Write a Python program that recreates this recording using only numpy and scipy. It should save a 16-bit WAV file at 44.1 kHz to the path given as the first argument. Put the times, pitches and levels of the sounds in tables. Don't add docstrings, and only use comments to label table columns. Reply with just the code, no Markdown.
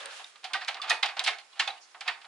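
import sys
import numpy as np
from scipy import signal
from scipy.fft import rfft, irfft
from scipy.io import wavfile
from scipy.ndimage import uniform_filter1d

SR = 44100
rng = np.random.default_rng(int(sys.argv[2]) if len(sys.argv) > 2 else 0)


def magnitude_from_level(level_db):
    exponent = np.asarray(level_db, float) / 20
    return 10 ** exponent


def bounce(signal):
    frames = np.transpose(np.atleast_2d(signal))
    limited = np.clip(frames, -1, 1)
    pcm = np.round(limited * 32767).astype(np.int16)
    wavfile.write(sys.argv[1], SR, pcm)


N = 100371

WIDTH_RAD_PER_KHZ = 0.11
BASS_RISE_CYCLES = 2.17


def evened(x):
    return x / np.sqrt(np.mean(x ** 2) + 1e-20)


def read(points, hz):
    f, value = np.transpose(points)
    return np.interp(np.log(hz + 1), np.log(f + 1), value)


def add(mix, s, sound):
    part = mix[:, max(round(s * SR), 0):][:, :sound.shape[1]]
    part += sound[:, :part.shape[1]]


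# frequency in Hz, left-right likeness from 0 to 1.
COHERENCE = [(60, 0.72), (220, 1), (820, 0.37), (3030, 0.23), (11200, 0.046)]


def hiss(colour, patchy_db, tilt_db=0):
    frames, hz = N // 128 + 5, np.fft.rfftfreq(512, 1 / SR)
    a, b, c, d, patches = rng.standard_normal((frames, 257, 5)).T
    patches = uniform_filter1d(patches, size=6, axis=0)
    patches = evened(uniform_filter1d(patches, size=10, axis=1))
    same = np.clip(read(COHERENCE, hz), -1, 1)[:, None]
    left, other = a + 1j * b, c + 1j * d
    z = np.array([left, same * left + np.sqrt(1 - same ** 2) * other])
    octaves = np.log2(np.maximum(hz[:, None], 500) / 2000)
    tilt = octaves * np.resize((tilt_db * np.ones(N))[::128], frames)
    z *= magnitude_from_level(read(colour, hz)[:, None] + patchy_db * patches + tilt)
    return evened(signal.istft(z, nperseg=512, noverlap=384)[1][:, :N])


# frequency in Hz, level in dB.
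AIR_COLOUR = [(18, -50), (30, -51), (452, 4), (1350, 8.5), (5320, 5.5), (5870, 1), (6650, 3), (9660, -2),
              (11500, -5.5), (15000, -68), (22000, -120)]


def air():
    return magnitude_from_level(-60) * hiss(AIR_COLOUR, patchy_db=-0.5)


# time in seconds, level in dB, brightness in dB per octave.
SLEEVE_STROKE = [
    (0, -42, 1.5),
    (.08, -44.5, -3),
    (.12, -46, 3),
    (.18, -45.5, 3.5),
    (.23, -50, 2.5),
    (.3, -57.5, 5.5),
    (0.359, -66.5, -7),
]
# frequency in Hz, level in dB.
CLOTH_COLOUR = [(88, -86), (150, -47), (525, -6), (857, -3.5), (1740, 2.5), (1910, -4.5), (2890, -2),
                (10300, -22.5), (11500, -25), (15000, -69), (22000, -120)]


def sleeve():
    t = np.arange(N) / SR
    s, db, bright_db = np.transpose(SLEEVE_STROKE)
    cloth = hiss(CLOTH_COLOUR, patchy_db=0, tilt_db=np.interp(t, s, bright_db))
    cloth /= np.sqrt(abs(uniform_filter1d((cloth ** 2).mean(0), size=4000)) + 1e-9)
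    cloth *= magnitude_from_level(0.81 * evened(uniform_filter1d(rng.exponential(1, N) - 1, size=250)))
    scrape = signal.filtfilt(*signal.iirpeak(556, 5, SR), rng.standard_normal(N))
    scrape = magnitude_from_level(-13.5) * evened(scrape) * np.exp(-(t / 0.19) ** 4)
    return magnitude_from_level(np.interp(t, s, db, right=-120)) * (cloth + scrape)


# frequency in Hz, level in dB.
SLAT_COLOUR = [(120, -71), (270, -43), (320, -35.5), (560, -26.5), (730, -10.5), (2600, -3.5), (4500, -5),
               (5800, -14), (11500, -30)]
# frequency in Hz, 60 dB decay time in seconds.
SLAT_DECAY = [(400, 0.29), (1000, 0.086), (3000, 0.053), (6000, 0.0097), (11000, 0.024)]


def slats(bright_db, count=4):
    hz, t = np.fft.rfftfreq(128, 1 / SR)[:, None], np.arange(130) * 32 / SR
    t60 = read(SLAT_DECAY, hz)
    noise = rng.standard_normal((2, count, 4128))
    z = signal.stft(noise, nperseg=128, noverlap=96)[2][..., :130]
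    apart = np.clip(WIDTH_RAD_PER_KHZ * hz / 1000, 0, .6)
    z = np.array([z[0] - apart * z[1], z[0] + apart * z[1]]) / np.sqrt(1 + apart ** 2)
    swell = -np.expm1(-(hz * t + 0.069) / BASS_RISE_CYCLES)
    z = z * magnitude_from_level(-60 * t / t60) / np.sqrt(t60) * swell
    rings = signal.istft(z, nperseg=128, noverlap=96)[1][..., :4096]
    fine = np.fft.rfftfreq(8192, 1 / SR)
    colour_db = read(SLAT_COLOUR, fine) + bright_db * np.log2(np.maximum(fine, 500) / 2000)
    log_gain = np.log(magnitude_from_level(colour_db) + 1e-5)
    causal = np.exp(np.conj(signal.hilbert(np.r_[log_gain, log_gain[-2:0:-1]])))[:4097]
    rings = irfft(rfft(rings, 8192) * causal)[..., :4500]
    return rings / np.linalg.norm(rings) * np.sqrt(2 * count)


def levelled(x):
    z = rfft(x)
    hz = np.fft.rfftfreq(2 * len(z[0]) - 2, 1 / SR)
    power = (abs(z) ** 2).sum(0) / magnitude_from_level(2 * read(SLAT_COLOUR, hz))
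    lumps = uniform_filter1d(power, size=26) / uniform_filter1d(power, size=300)
    return irfft(z / np.sqrt(abs(lumps) + .1), x.shape[1]) * (np.arange(x.shape[1]) < 7500)


RAIL_MODE_HZ = np.array([716, 787, 925, 1100, 1203, 1358, 1825, 1933, 2106, 2532, 2835, 3413, 3556, 3754])
RAIL_MODE_DB = [-2, -1, -6, -5, -6, -6, 0, -4, -1, 0, -6, -6, -4, -3]


def head_rail(knocks, bright_db):
    hz, t = RAIL_MODE_HZ, np.arange(4500) / SR
    db = RAIL_MODE_DB + bright_db * np.log2(hz / 2000) + 2.5 * rng.standard_normal(len(hz))
    db -= 20 * np.log10(abs(rfft(knocks, SR)[hz]) + .3)
    chance = rng.standard_normal((len(hz), 2))
    t60 = .07
    modes = np.exp(np.outer(2j * np.pi * hz - np.log(1000) / t60, t))
    modes *= -np.expm1(-np.outer(hz, t) / BASS_RISE_CYCLES)
    apart = WIDTH_RAD_PER_KHZ * hz / 1000 * chance[:, 1] * np.array([[-.5], [.5]])
    ring_out = ((magnitude_from_level(db) * np.exp(1j * (7 * chance[:, 0] + apart))) @ modes).real
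    ring_out *= np.sqrt(2) / np.linalg.norm(ring_out)
    return signal.fftconvolve(knocks[None], ring_out, axes=1)


# start in seconds, spread of the knocks in seconds, level in dB,
# brightness in dB per octave, rise in seconds.
GEAR_SLIPS = [(.441, 0.009, -37, 1, 0.00022), (.533, 0.0024, -31.5, 1, 0.00098),
              (.539, 0.0099, -33.5, -2, 0.0081), (0.6803, 0.0046, -28.5, -0.5, 0.00078),
              (.816, 0.013, -37, -0.5, 0.0011), (0.835, 0.014, -39, -4.5, 0.0051),
              (0.895, 0.0036, -25.5, 9.5, .003), (0.9, 0.0098, -26, -2, 0.0048),
              (1.0265, 0.0089, -25, -2.5, 0.00043), (1.057, 0.0025, -34, 1, 0.00069),
              (1.165, 0.025, -35.5, -4, 0.00043), (1.194, 0.0085, -32, -2, 0.000097),
              (1.2395, 0.0076, -32, 4.5, 0.00026), (1.26, 0.0042, -29.5, -1, 0.0035),
              (1.269, 0.009, -25, 0.5, 0.0038), (1.592, 0.0072, -24.5, 0, 0.0044),
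              (1.673, 0.0058, -33, -0.5, 0.0014), (2.007, 0.0052, -39, 0, 0.00016),
              (2.0765, 0.0071, -28.5, -2, 0.00086), (.604, 0.017, -38, -2.5, 0.0081),
              (0.869, 0.029, -32.5, -4, 0.039), (1.548, 0.037, -48.5, -3.5, 0.021),
              (2.049, 0.023, -41, -5.5, 0.015)]
# start in seconds, spread in seconds, level in
# dB, brightness in dB per octave.
SMALL_JOLTS = [(.001, 0.0032, -38, 27), (0.193, 0.0061, -47.5, -6.5), (0.355, 0.0034, -53, -1),
               (.43, 0.0044, -52.5, -5.5), (.495, 0.093, -46, -8.5), (0.0561, 0.0011, -45, 0.5),
               (0.107, 0.0077, -48.5, -4), (.675, 0.0014, -45.5, 4), (.693, 0.012, -56, 9),
               (0.7432, 0.0054, -44, -3.5), (.765, 0.0073, -42.5, -5.5), (1.085, 0.0068, -39, -2.5),
               (1.385, 0.0023, -48.5, 1.5), (1.943, 0.0039, -49, -8.5), (2.213, 0.0051, -52, -2),
               (2.243, 0.0034, -50.5, -6.5)]


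def jolt(start, spread, level_db, bright_db, rise=0.0012):
    t = np.arange(4000) / SR
    draw, size, which = rng.random(4000), rng.exponential(1, 4000), rng.integers(0, 4, 4000)
    knocks_per_s = 5000
    knocks = (draw < knocks_per_s / SR) * np.sign(np.sin(1e7 * draw))
    knocks[0] = 1
    knocks *= magnitude_from_level(2.5 * np.minimum(size, 4))
    knocks *= -np.expm1(-(t + 1e-4) / max(rise, 1e-4)) * np.exp(-t / max(spread, .001))
    knocks /= np.linalg.norm(knocks)
    shared = knocks * (which == np.arange(4)[:, None])
    body = signal.fftconvolve(shared[None], slats(bright_db), axes=2).sum(1)
    knocking = levelled(body + magnitude_from_level(-7) * head_rail(knocks, bright_db))
    push = np.arange(body.shape[1]) / SR / 0.00116
    thump = magnitude_from_level(-67) * rng.uniform(-1.0, 1, (2, 1)) * push * (2 - push) * np.exp(-push)
    return start, magnitude_from_level(level_db - 1 + 30) * (knocking + thump)


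# time in seconds, peak in dB, pitch in Hz, decay in cycles.
HOOK_TICKS = [(0.0581, -20, 8900, 5.7), (0.2433, -29.5, 3700, 18.6), (0.535, -13.5, 9550, 0.8),
              (0.6484, -20, 4120, 2.2), (.686, -39, 3940, 1.7), (0.745, -19, 3900, 2.6),
              (1.0319, -12.5, 2990, 4), (0.8171, -23.5, 4580, 19), (1.1942, -5.5, 3720, 3.1),
              (1.24, -12.5, 7600, 1.2), (1.386, -25, 4150, 1.8), (2.009, -23.5, 4840, 3.3),
              (2.021, -32, 3020, 1.6), (2.251, -34, 3680, 5.4)]


def tick(s, peak_db, hz, cycles):
    turns = np.arange(4500) / SR * hz
    snap = np.sin(2 * np.pi * turns) * np.exp(-turns / cycles * 2) * np.minimum(4 * turns / cycles, 1)
    snap = signal.sosfilt(signal.butter(4, hz * .4, "high", fs=SR, output="sos"), snap)
    body = magnitude_from_level(-5.5) * np.linalg.norm(snap) * slats(5, count=1)[:, 0]
    return s - .0003, magnitude_from_level(peak_db) * (snap + body)


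# time in seconds, peak in dB, pitch in Hz, 60 dB decay time in seconds.
SLAT_RINGS = [(0.5403, -30, 2170, 0.023), (0.544, -26.5, 1530, 0.034), (0.5527, -30, 1906, 0.086),
              (0.554, -27.5, 1195, 0.039), (0.6189, -36, 1760, 0.021), (0.6815, -28, 2290, 0.029),
              (0.6825, -30.5, 3560, 0.013), (0.683, -30.5, 2930, 0.012), (0.6815, -32.5, 1600, 0.011),
              (0.687, -34, 4120, 0.011), (0.8201, -31, 3520, 0.017), (0.8454, -35.0, 1200, 0.035),
              (0.8983, -27.5, 3180, 0.037), (0.901, -30.5, 1232, 0.038), (0.902, -25.5, 3766, 0.015),
              (0.9025, -39, 4340, 0.028), (0.9072, -22.0, 2550, 0.018), (0.9074, -18.5, 1853, 0.02),
              (0.9114, -31, 712, 0.059), (0.9128, -23.5, 2510, 0.099), (0.9153, -20, 1857, 0.031),
              (0.9249, -30.5, 746, 0.021), (1.0302, -23.5, 2089, 0.042), (1.0331, -27, 2514, 0.058),
              (1.0332, -18, 3720, 0.011), (1.0606, -37, 2526, 0.096), (1.2127, -38.5, 748, 0.056),
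              (1.241, -36, 3270.0, 0.016), (1.2705, -30.5, 2576, 0.058), (1.2726, -29.5, 2164, 0.082),
              (1.2751, -29.0, 2930, 0.01), (1.2781, -37, 3560, 0.014), (1.2791, -33, 767, 0.041),
              (1.2881, -35, 2420, 0.029), (1.2918, -27.5, 1080, 0.015), (1.5965, -25.5, 3164, 0.031),
              (1.5988, -22, 1755, 0.019), (1.5995, -28.0, 2830, 0.024), (1.6034, -28, 2180, 0.024),
              (1.605, -28, 2747, 0.03), (1.6761, -29, 2546, 0.047), (1.6782, -26, 3560, 0.011),
              (2.0793, -37, 2115, 0.096), (2.079, -31.5, 2573, 0.024), (2.0818, -23.5, 3800, 0.011),
              (2.0832, -32.0, 1827, 0.1)]
# time in seconds, peak in dB, pitch in Hz, 60 dB decay
# time in seconds.
MORE_SLAT_RINGS = [
    (1.284, -35, 700, 0.073),
    (.355, -57, 1195, 0.15),
    (.444, -43.5, 750, 0.24),
    (1.597, -53.5, 320, 0.12),
    (0.8, -34, 1170, 0.035),
    (0.899, -30, 6400, 0.014),
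    (0.53, -60.5, 317, 0.26),
    (1.706, -32, 3900, 0.014),
    (2.011, -37.5, 2350, 0.032),
    (2.092, -39, 700, .04),
]


def ring(s, peak_db, hz, t60):
    t, rise_s = np.arange(8000) / SR, 0.001986
    shape = np.expm1(-t / rise_s) ** 2 * magnitude_from_level(-60 * t / max(t60, .01))
    apart = WIDTH_RAD_PER_KHZ * hz / 1000 * np.array([[-.5], [.5]])
    return s - rise_s, magnitude_from_level(peak_db + 0.5) * shape / shape.max() * np.sin(2 * np.pi * hz * t + apart)


# time in seconds, level in dB.
RUB_STROKE = [
    (1.795, -102),
    (1.812, -58.5),
    (1.835, -55),
    (1.86, -62),
    (1.885, -71),
    (1.92, -64),
]
# frequency in Hz, width in Hz, level in dB.
WAND_RESONANCES = [(4700, 900, 0), (5600, 800, -3), (6500, 700, 0)]


def fingers():
    hz = np.geomspace(1000, 11000, 80)
    peaks = sum(magnitude_from_level(db) / (1 + (2 * (hz - f) / w) ** 2) for f, w, db in WAND_RESONANCES)
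    level = np.interp(np.arange(N) / SR, *np.transpose(RUB_STROKE), left=-120, right=-120)
    return magnitude_from_level(level) * hiss(np.transpose([hz, 20 * np.log10(peaks)]), patchy_db=2)


# frequency in Hz, 60 dB decay time in seconds.
ROOM_DECAY = [(400, 0.21), (1000, 0.38), (3000, 0.21), (10000, 0.21)]


def room(x):
    taps = np.zeros((2, SR // 2))
    slots = np.arange(60, SR // 2 - 20, 20)
    at = slots + rng.integers(0, 20, (2, len(slots)))
    np.put_along_axis(taps, at, rng.choice([-1., 1.], at.shape), 1)
    taps[1] = 0.66 * taps[0] + 0.67 * taps[1]
    hz, t, z = signal.stft(taps, SR, nperseg=256)
    tail = signal.istft(z * magnitude_from_level(-60 * t / read(ROOM_DECAY, hz)[:, None]), SR, nperseg=256)[1]
    z = rfft(tail)
    smooth = np.sqrt(uniform_filter1d(abs(z) ** 2, size=40, axis=1))
    tail = irfft(z / smooth, tail.shape[1])
    return signal.fftconvolve(x, tail / np.linalg.norm(tail, axis=1, keepdims=True), axes=1)[:, :N]


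def scene():
    blind, hook = np.zeros((2, N)), np.zeros((2, N))
    for row in GEAR_SLIPS + SMALL_JOLTS:
        add(blind, *jolt(*row))
    for row in SLAT_RINGS + MORE_SLAT_RINGS:
        add(hook, *ring(*row))
    for row in HOOK_TICKS:
        add(hook, *tick(*row))
    sent = magnitude_from_level(-5) * blind + magnitude_from_level(-12.5) * hook
    turn = 2 * np.pi * 9 * np.arange(N) / SR
    near = blind + hook + room(sent * np.cos(turn)) + room(sent * np.sin(turn))
    left_db = -3
    return (near + sleeve() + fingers() + air()) * magnitude_from_level([[left_db / 2], [-left_db / 2]])


def roll_off(x):
    return signal.sosfilt(signal.butter(12, 11810, fs=SR, output="sos"), x)


def record(dry):
    ports = np.array([dry[0], np.roll(dry[1], 1)])
    lowpass = signal.firwin(127, 11025, window=("kaiser", 4), fs=SR)
    return roll_off(signal.oaconvolve(ports, lowpass[None], "same"))


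dry = scene()
out = record(dry)
bounce(out)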